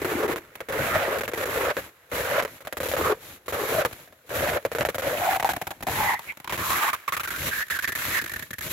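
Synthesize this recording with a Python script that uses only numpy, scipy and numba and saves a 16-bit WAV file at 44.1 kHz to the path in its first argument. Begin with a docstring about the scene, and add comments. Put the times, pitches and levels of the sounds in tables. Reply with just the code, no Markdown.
"""Slow, squeaky crunching of boots on hard wind-packed snow in bitter cold.
Under each boot the crust gives way in short jerks and longer grinding slides. Breaking crystals hiss
and rasp, the slab squeaks at a pitch that climbs as the snow gets firmer, and the weight thuds softly.
Open air, no echo; stereo through two microphone ports."""
import sys
import numpy as np
from scipy import signal
from scipy.fft import rfft, irfft, next_fast_len
from scipy.io import wavfile
from scipy.ndimage import map_coordinates
from numba import njit

SR = 44100
rng = np.random.default_rng(int(sys.argv[2]) if len(sys.argv) > 2 else 0)


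def to_wav(s):
    """Save 16-bit WAV."""
    ch = np.atleast_2d(s).T  # columns
    pcm = np.round(np.clip(ch, -1, 1) * 32767)  # PCM
    wavfile.write(sys.argv[1], SR, pcm.astype(np.int16))


N = 384552

# slab under the boot: t/s, squeak f/Hz, overtone gain/dB, rasp gain/dB, thud gain/dB
SNOW_SLAB = [(0, 380, -7.5, 4.5, 3), (.95, 540, -4.5, 7, 1.5), (1.4, 470, -4, 3, -3),
             (2.7, 582, -3.5, -1, -5.5), (3.08, 463, -2.5, -4, -5.5), (3.8, 550, -3, -2.5, -4.5),
             (4.4, 572, -7, 0, -2), (5.1, 564, -6, 1.5, -2), (5.3, 760, -39, 5, -6),
             (5.88, 792, -26, 0, -0.5), (6.1, 933, -17, 0.5, -6.5), (6.55, 993, -4, 5, -4),
             (6.7, 1190, -43, -3.5, -7), (6.85, 1130, -23, 7.5, -20), (7.1, 1170, -34, 6, -13),
             (7.46, 1550, -25, -2, -3), (7.53, 1700, -22, -2, -12.5), (8.15, 1756, -13, 2, -9.5),
             (8.72, 1730, -37, -5, -6)]


def amp(db):
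    """dB to gain."""
    return 10 ** (np.asarray(db) / 20)


def unit(x):
    """Scale to rms 1."""
    return x / np.sqrt(np.mean(x ** 2) + 1e-20)


def along(points, hz):
    """Interpolate (f/Hz, value) points on a log axis."""
    f, values = np.transpose(points)
    return np.interp(np.log(hz + 1), np.log(f + 1), values)


def curves(rows):
    """Per-sample curve for each column after t/s."""
    times, *columns = np.transpose(rows)
    return [np.interp(np.arange(N) / SR, times, column) for column in columns]


def filtered(x, response):
    """Apply a complex frequency response."""
    size = next_fast_len(N + SR // 2)
    return irfft(rfft(x, size) * response(np.fft.rfftfreq(size, 1 / SR)), size)[..., :N]


def colour(x, spectrum):
    """Shape by (f/Hz, level/dB) points, rms 1."""
    return unit(filtered(x, lambda f: amp(along(spectrum, f))))


def smooth(x, pole):
    """One-pole low-pass."""
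    return signal.lfilter([1 - pole], [1, -pole], x)


def wobble(rate_hz):
    """Smooth random curve."""
    return map_coordinates(rng.standard_normal(N // 10), [np.arange(N) * rate_hz / SR])


def grains(rate_hz, spread_db):
    """Two independent noises (mid, side) under one lumpy envelope."""
    return unit(amp(spread_db * wobble(rate_hz)) * rng.standard_normal((2, N)))


@njit
def two_pole(x, a1, a2):
    """Band-pass with per-sample coefficients."""
    y = np.zeros_like(x)
    for c in range(x.shape[0]):
        for i in range(2, x.shape[1]):
            y[c, i] = (1 - a2[i]) / 2 * (x[c, i] - x[c, i - 2]) + a1[i] * y[c, i - 1] - a2[i] * y[c, i - 2]
    return y


def resonate(x, hz, q, knocks=0):
    """Two-stage moving resonance, near unit gain for white noise; knocks skip stage one to ring at once."""
    radius = np.exp(-np.pi * hz / q / SR)
    a1, a2 = (1 + radius ** 2) * np.cos(2 * np.pi * hz / SR), radius ** 2
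    return two_pole(two_pole(x, a1, a2) + knocks, a1, a2) * np.sqrt(2 * SR * q / (np.pi * hz))


def breaking_crust(slab_hz):
    """Crust gives way under the boot: hiss envelope, squeak drive envelope, snap impulses."""
    # sudden jerks: t/s, length/ms, hiss/dB, drive re hiss/dB
    jerks = [(0.017, 22, -39.5, 10.5), (0.046, 14, -36.5, 10), (0.278, 8.8, -42.5, 9),
             (0.359, 28, -41.5, 14), (0.0, 21, -47, -2.5), (0.553, 7.3, -43.5, -5), (0.604, 9.7, -42.5, 12),
             (0.686, 21, -41.5, 6), (0.723, 23, -39.5, 6), (1.183, 15.5, -35.5, -17), (1.208, 14, -36.5, 8),
             (1.234, 26, -40, 10.5), (1.278, 19, -37.5, 9), (1.316, 8.5, -46.5, 12),
             (1.334, 16, -37.5, 7.5), (1.375, 10, -35, 4.5), (1.455, 22, -36, 5), (1.767, 35, -38, 14),
             (2.423, 15, -36.5, 8), (2.449, 5.3, -37, 11.5), (2.477, 8.1, -47.5, 9), (2.605, 22, -49.5, 5),
             (2.649, 15, -48, 5), (2.671, 8.2, -39, 7.5), (2.725, 7.9, -35, 4.5), (2.769, 15, -34.5, 2),
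             (2.802, 22, -35, 6), (2.83, 22, -32.5, 3), (2.856, 23, -33, 2), (2.885, 25, -31, -3),
             (2.914, 17, -32, 2), (2.936, 21, -35, 10), (3.459, 13, -47.5, -14), (3.481, 33, -35.5, 7.5),
             (3.849, 14, -30, 10.5), (3.911, 5, -48.5, 5), (3.927, 6.2, -38, -19), (4.075, 10, -57.5, 8),
             (4.124, 7.2, -56.5, 8), (4.292, 8.2, -41.5, -3), (4.626, 1.8, -50, -4), (4.65, 14, -36, 12.5),
             (4.716, 22.5, -39, 10), (4.749, 26, -38, 13.5), (4.784, 25, -36, 10.5),
             (4.808, 23, -36.5, 17.5), (4.85, 21.6, -35.5, 13.5), (4.887, 17, -35, 9),
             (4.945, 16, -35, 5.5), (4.982, 28, -35, 8.5), (5.397, 9, -33, 7), (5.426, 8.2, -35, 13.5),
             (5.445, 39, -34.5, 17), (5.49, 31, -30, 8.5), (5.534, 3.4, -32, 4), (5.563, 6.4, -34, 4),
             (5.614, 9.5, -34, 3), (5.669, 7.8, -32.5, 4), (5.706, 12, -36, 6.5), (5.806, 6.5, -45, 4),
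             (5.825, 11, -35, 4), (5.868, 13, -33, 6.5), (5.884, 9.2, -34, 9.5), (6.192, 3, -36, 2),
             (6.321, 2, -44.5, -2.5), (6.371, 3, -43, -5), (6.4, 2.7, -41, -4), (6.444, 2.3, -38.5, 1.5),
             (6.475, 3.5, -38.5, 5), (6.495, 21, -38.5, 9.5), (6.523, 44, -34, 5.5),
             (6.703, 3, -28.5, 10.5), (6.731, 3, -33, 13.5), (6.827, 3, -38, 12), (6.931, 18.5, -33.5, 9),
             (7.037, 3, -55, 3), (7.078, 18, -34.5, 9.5), (7.122, 30.5, -32.5, 9), (7.166, 13.5, -31.5, 1),
             (7.196, 18, -33.5, 7), (7.233, 26, -34.1, 7.5), (7.274, 18.5, -33, 5), (7.304, 28, -33, 4),
             (7.666, 4.2, -46, -6), (7.682, 4.3, -43, 3), (7.7, 8, -33.5, 7), (7.788, 9.8, -33, 9),
             (7.808, 9.5, -44, 2), (7.823, 18, -32, 1), (7.843, 10, -33.5, 13.5), (7.875, 15, -32.5, 9.5),
             (7.888, 13, -35, 9.5), (7.92, 8.6, -33.5, 6), (7.951, 11, -30, 3), (7.987, 9.3, -36.5, 6),
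             (8.018, 8, -45, 11), (8.043, 7.1, -41, 9), (8.214, 8.8, -33.5, 5), (8.24, 7.2, -34.5, -1),
             (8.26, 4.5, -35.5, 3.5), (8.276, 9.7, -39.5, -1), (8.295, 5.3, -36.5, 9.5),
             (8.316, 7.3, -34.5, -1.5), (8.336, 6.2, -34.5, 5), (8.36, 8.8, -36, 8.5),
             (8.393, 4.9, -34, 3.5), (8.424, 6.4, -36, 5.5), (8.506, 6.6, -35, -0.5), (8.531, 9, -36, 5.5),
             (8.583, 9.6, -33.5, -3), (8.608, 6.8, -34, 1.5)]
    # slides under full weight: t/s, swell/s, length/s, hiss/dB x3, drive re hiss/dB x3 (entry, peak, end)
    slides = [(0.044, .1, 0.22, -41, -39, -41, 6.5, 12, 18),
              (0.285, 0.028, 0.052, -41.5, -38.5, -39.5, 16, 12.5, 11.5),
              (0.69, 0.11, 0.3, -54.5, -37.5, -42, 20, 6, 5),
              (0.906, 0.037, 0.27, -40.5, -40.5, -42, -2, 14, 15),
              (1.356, 0.089, 0.087, -42.5, -37.5, -39.5, 2, 9, 8),
              (1.473, 0.035, 0.24, -45.5, -35, -39.5, 17, 3.5, 14.5),
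              (2.115, 0.04, 0.29, -42, -35, -36.5, 11, -0.5, 15.5),
              (2.965, 0.081, .16, -36, -34, -39, 10, 5.5, 16),
              (3.523, 0.24, 0.3, -38.5, -31.5, -36.5, 9.5, 1, 12),
              (4.303, 0.045, 0.27, -42, -33, -38, 13.5, 2, 15),
              (5.02, 0.17, 0.35, -37.5, -35.5, -34.5, 10.5, 6.5, 10.5),
              (5.896, 0.12, 0.25, -34, -30.5, -37.5, -3, 5.5, 14),
              (6.575, 0.12, .33, -37, -28.5, -35.5, 2, -1.5, 6),
              (7.336, 0.15, 0.17, -38.5, -29.5, -35, 8, -26, -8),
              (7.509, 0.043, 0.12, -35, -34.5, -35, 4, 5.5, 10),
              (7.705, 0.03, 0.068, -32, -35.5, -36, 1, 8.5, 7.5),
              (7.959, 0.3, 0.232, -36, -30.5, -31.5, -18, 3, 12.5),
              (8.621, 0.076, .2, -36, -33, -14, -14, -27, -30)]
    # unloaded boot brushing the surface: centre t/s, half length/s, hiss/dB
    brushes = [(1.811, 0.068, -46.5), (2.11, 0.012, -54), (2.536, 0.051, -49.5), (3.288, 0.073, -45),
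               (3.96, 0.096, -50.5), (4.288, 0.022, -54), (6.253, 0.04, -49), (6.293, 0.026, -50.5),
               (8.395, 0.079, -47.5)]
    # rows: hiss, drive
    rise_s = np.array([[.0005], [.0004]])
    sag_t60_s, fade_t60_s = np.array([[.5], [.12]]), np.array([[.022], [.06]])
    power = np.zeros((2, N + SR))

    def add_break(start_s, t, level_db, decay_db):
        shape = (1 - np.exp(-t / rise_s)) * amp(-decay_db)
        power[:, round(start_s * SR):][:, :len(t)] += (amp(level_db) * shape) ** 2

    t = np.arange(SR) / SR
    for start_s, swell_s, length_s, entry_db, peak_db, end_db, *above_db in slides:
        stages_s = [0, min(swell_s, length_s), length_s]
        hiss_db = np.interp(t, stages_s, [entry_db, peak_db, end_db])
        drive_db = hiss_db + np.interp(t, stages_s, above_db)
        add_break(start_s, t, [hiss_db, drive_db], 60 * np.maximum(t - length_s, 0) / fade_t60_s)
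    power[:, :N] *= amp(1.2 * wobble(55)) ** 2  # sole judders on the crust

    snaps = np.zeros((2, N))  # rows: mid, side; one push opens each jerk, mid only
    snap_db, snap_lag_s = 20, .0013
    t = t[:SR // 4]
    for start_s, length_ms, hiss_db, above_db in jerks:
        held_s = np.minimum(t, length_ms / 1000)
        drive_db = hiss_db + above_db
        add_break(start_s, t, [[hiss_db], [drive_db]], 60 * (held_s / sag_t60_s + (t - held_s) / fade_t60_s))
        snaps[0, round((start_s + snap_lag_s) * SR)] = amp(drive_db + snap_db)

    # crumbs trickle after each break; drifting crystals set the floor
    crumb_db, crumb_t60_s, drift_db = -14.5, .64, -63
    hiss_power, drive_power = power[:, :N]
    trickle = smooth(hiss_power, pole=amp(-60 / (crumb_t60_s * SR)) ** 2)
    crumbs = amp(crumb_db) ** 2 * trickle + amp(drift_db) ** 2
    hiss_power += crumbs
    drive_power += crumbs * amp(-1.5 - 7.5 * np.log2(slab_hz / 600)) ** 2  # firm slab hardly rings
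    t = np.arange(N) / SR
    for centre_s, half_s, hiss_db in brushes:
        hiss_power += amp(hiss_db) ** 2 * np.exp(-((t - centre_s) / half_s) ** 4)
    return np.sqrt(hiss_power), np.sqrt(drive_power), snaps


def crystal_hiss(hiss):
    """Fine crystals break: bright, even noise."""
    # hiss spectral density: f/Hz, level/dB
    spectrum = [(1290, -48), (2200, -9.5), (2840, -8), (3980, -6), (4840, -12.5), (7310, -10), (8470, -17),
                (9910, -11.5), (11400, -3.5), (12700, -7), (13400, -9.5), (15700, -19.5)]
    return amp(-1.5) * hiss * colour(grains(500, spread_db=.5), spectrum)


def grain_rasp(hiss, drive, slab_hz):
    """Uneven grains break; under load they ring a sole rib whose pitch jumps about."""
    # rasp spectral density: f/Hz, level/dB
    spectrum = [(150, -19.5), (350, -3.5), (1000, -1), (1600, 0), (2300, 0), (2900, -7), (5000, -19)]
    rasp = colour(grains(350, spread_db=2.5), spectrum)
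    load = np.minimum(drive / hiss, 1) ** 2
    rib = resonate(grains(250, spread_db=2), hz=1700 * 2 ** (.22 * wobble(60)), q=4)
    rasp += amp(-5) * load * rib
    low = filtered(rasp, lambda f: 1 / (1 + (f / 950) ** 8))
    low_gain = np.minimum(650 / slab_hz, 1) ** 1.16  # firm snow loses the lows
    return hiss * (rasp - low + low * low_gain)


def small_cracks(drive, rate_hz, gain_db):
    """Random impulses all through the breaking, mid only."""
    chance, size = rng.random((2, N))
    impulses = drive * amp(gain_db) * (chance < rate_hz / SR) * (2 * size - .5)
    return np.array([impulses, np.zeros(N)])


def slab_squeak(drive, snaps, hz, overtone_db):
    """Breaking rings the slab and a broad overtone; firmer snow is higher and purer."""
    q = 2.78 * (hz / 600) ** .71
    squeak = resonate(amp(-1.5) * drive * grains(120, spread_db=2), hz, q, knocks=-snaps)
    overtone_drive = amp(overtone_db) * (drive * grains(150, spread_db=1.5) - snaps)
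    return squeak + resonate(overtone_drive, 2.47 * hz, q=1.01)


def boot_thud(hiss):
    """The boot's weight follows the breaking sluggishly: low noise."""
    # thud spectral density: f/Hz, level/dB
    spectrum = [(15, -44), (25, -13.5), (81, 3), (213, -5.5), (352, -4.5), (399, -8.5), (500, -9),
                (650, -7), (1100, -120)]
    lag_s = .0034
    weight = np.sqrt(smooth(hiss ** 2, pole=np.exp(-1 / (lag_s * SR))))
    return weight * colour(grains(30, spread_db=3), spectrum)


def crust_drop(snaps, hz):
    """The crust drops as it snaps: a short, unpitched pull of air."""
    return filtered(snaps, lambda f: -1j * f * hz / (hz ** 2 - f * f + 1j * f * hz))


def sinking_squeals():
    """Narrow bands of grainy noise swell and fade as the weight sinks in."""
    # brief squeals: centre t/s, half length/s, f/Hz, level/dB
    squeals = [(0.938, 0.042, 1300, -27), (0.953, 0.036, 1880, -29), (3.067, 0.025, 1180, -24.5),
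               (7.529, .012, 1600, -31), (3.773, 0.045, 623, -23), (5.274, 0.028, 760, -22),
               (6.3, 0.018, 2200, -30), (6.1, 0.062, 1950, -26.5), (6.84, 0.045, 884, -30.5),
               (8.17, 0.039, 1950, -32)]
    t = np.arange(N) / SR
    sound = np.zeros((2, N))
    for centre_s, half_s, hz, level_db in squeals:
        swell = amp(level_db) * np.exp(-((t - centre_s) / half_s) ** 2)
        sound += swell * resonate(grains(100, spread_db=1), np.full(N, float(hz)), q=5.6)
    return sound


def scene():
    """Footstep layers, mid/side to left/right: alike in the bass, unrelated in the treble."""
    # left-right likeness: f/Hz, correlation/1
    likeness = [(60, 0.97), (300, 0.94), (700, 0.95), (1400, 0.23), (2800, 0.11), (6000, 0.021)]
    slab_hz, overtone_db, rasp_db, thud_db = curves(SNOW_SLAB)
    hiss, drive, snaps = breaking_crust(slab_hz)
    boots = crystal_hiss(hiss) + amp(rasp_db) * grain_rasp(hiss, drive, slab_hz)
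    squeak_hz = slab_hz + 45 * wobble(25)  # loaded patch of slab changes
    snaps += small_cracks(drive, rate_hz=70, gain_db=15)
    snaps *= np.minimum(700 / squeak_hz, 1) ** .7  # firm snow snaps less
    boots += slab_squeak(drive, snaps, squeak_hz, overtone_db)
    boots += amp(thud_db) * boot_thud(hiss)
    boots += amp(-12) * crust_drop(snaps, hz=1400)
    boots += sinking_squeals()
    angle_rad = lambda f: np.arccos(along(likeness, f)) / 2
    mid, side = filtered(boots, lambda f: np.array([np.cos(angle_rad(f)), np.sin(angle_rad(f))]))
    return np.array([mid + side, mid - side])


def record(dry):
    """Two microphone ports, each with its own colour and lag; bass cut and band limit."""
    # port balance: f/Hz, left minus right level/dB
    balance = [(60, 1), (300, 2.5), (800, 2), (1400, -4.5), (2500, -3), (4000, -3), (5500, 4.5),
               (7300, 9.5), (8700, 1.5), (11000, -1.5), (13000, 12.5), (15000, 12)]
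    # port phase: f/Hz, left lead/rad
    lead = [(300, 0), (950, -.6), (1800, .2)]
    bass_hz, top_hz = 28, 15800
    split = np.array([[.5], [-.5]])
    ports = lambda f: amp(split * along(balance, f)) * np.exp(1j * split * along(lead, f))
    bass_cut = lambda f: (1j * f / (bass_hz + 1j * f)) ** 2
    return filtered(dry, lambda f: ports(f) * bass_cut(f) * (f < top_hz))


dry = scene()
out = record(dry)
to_wav(out)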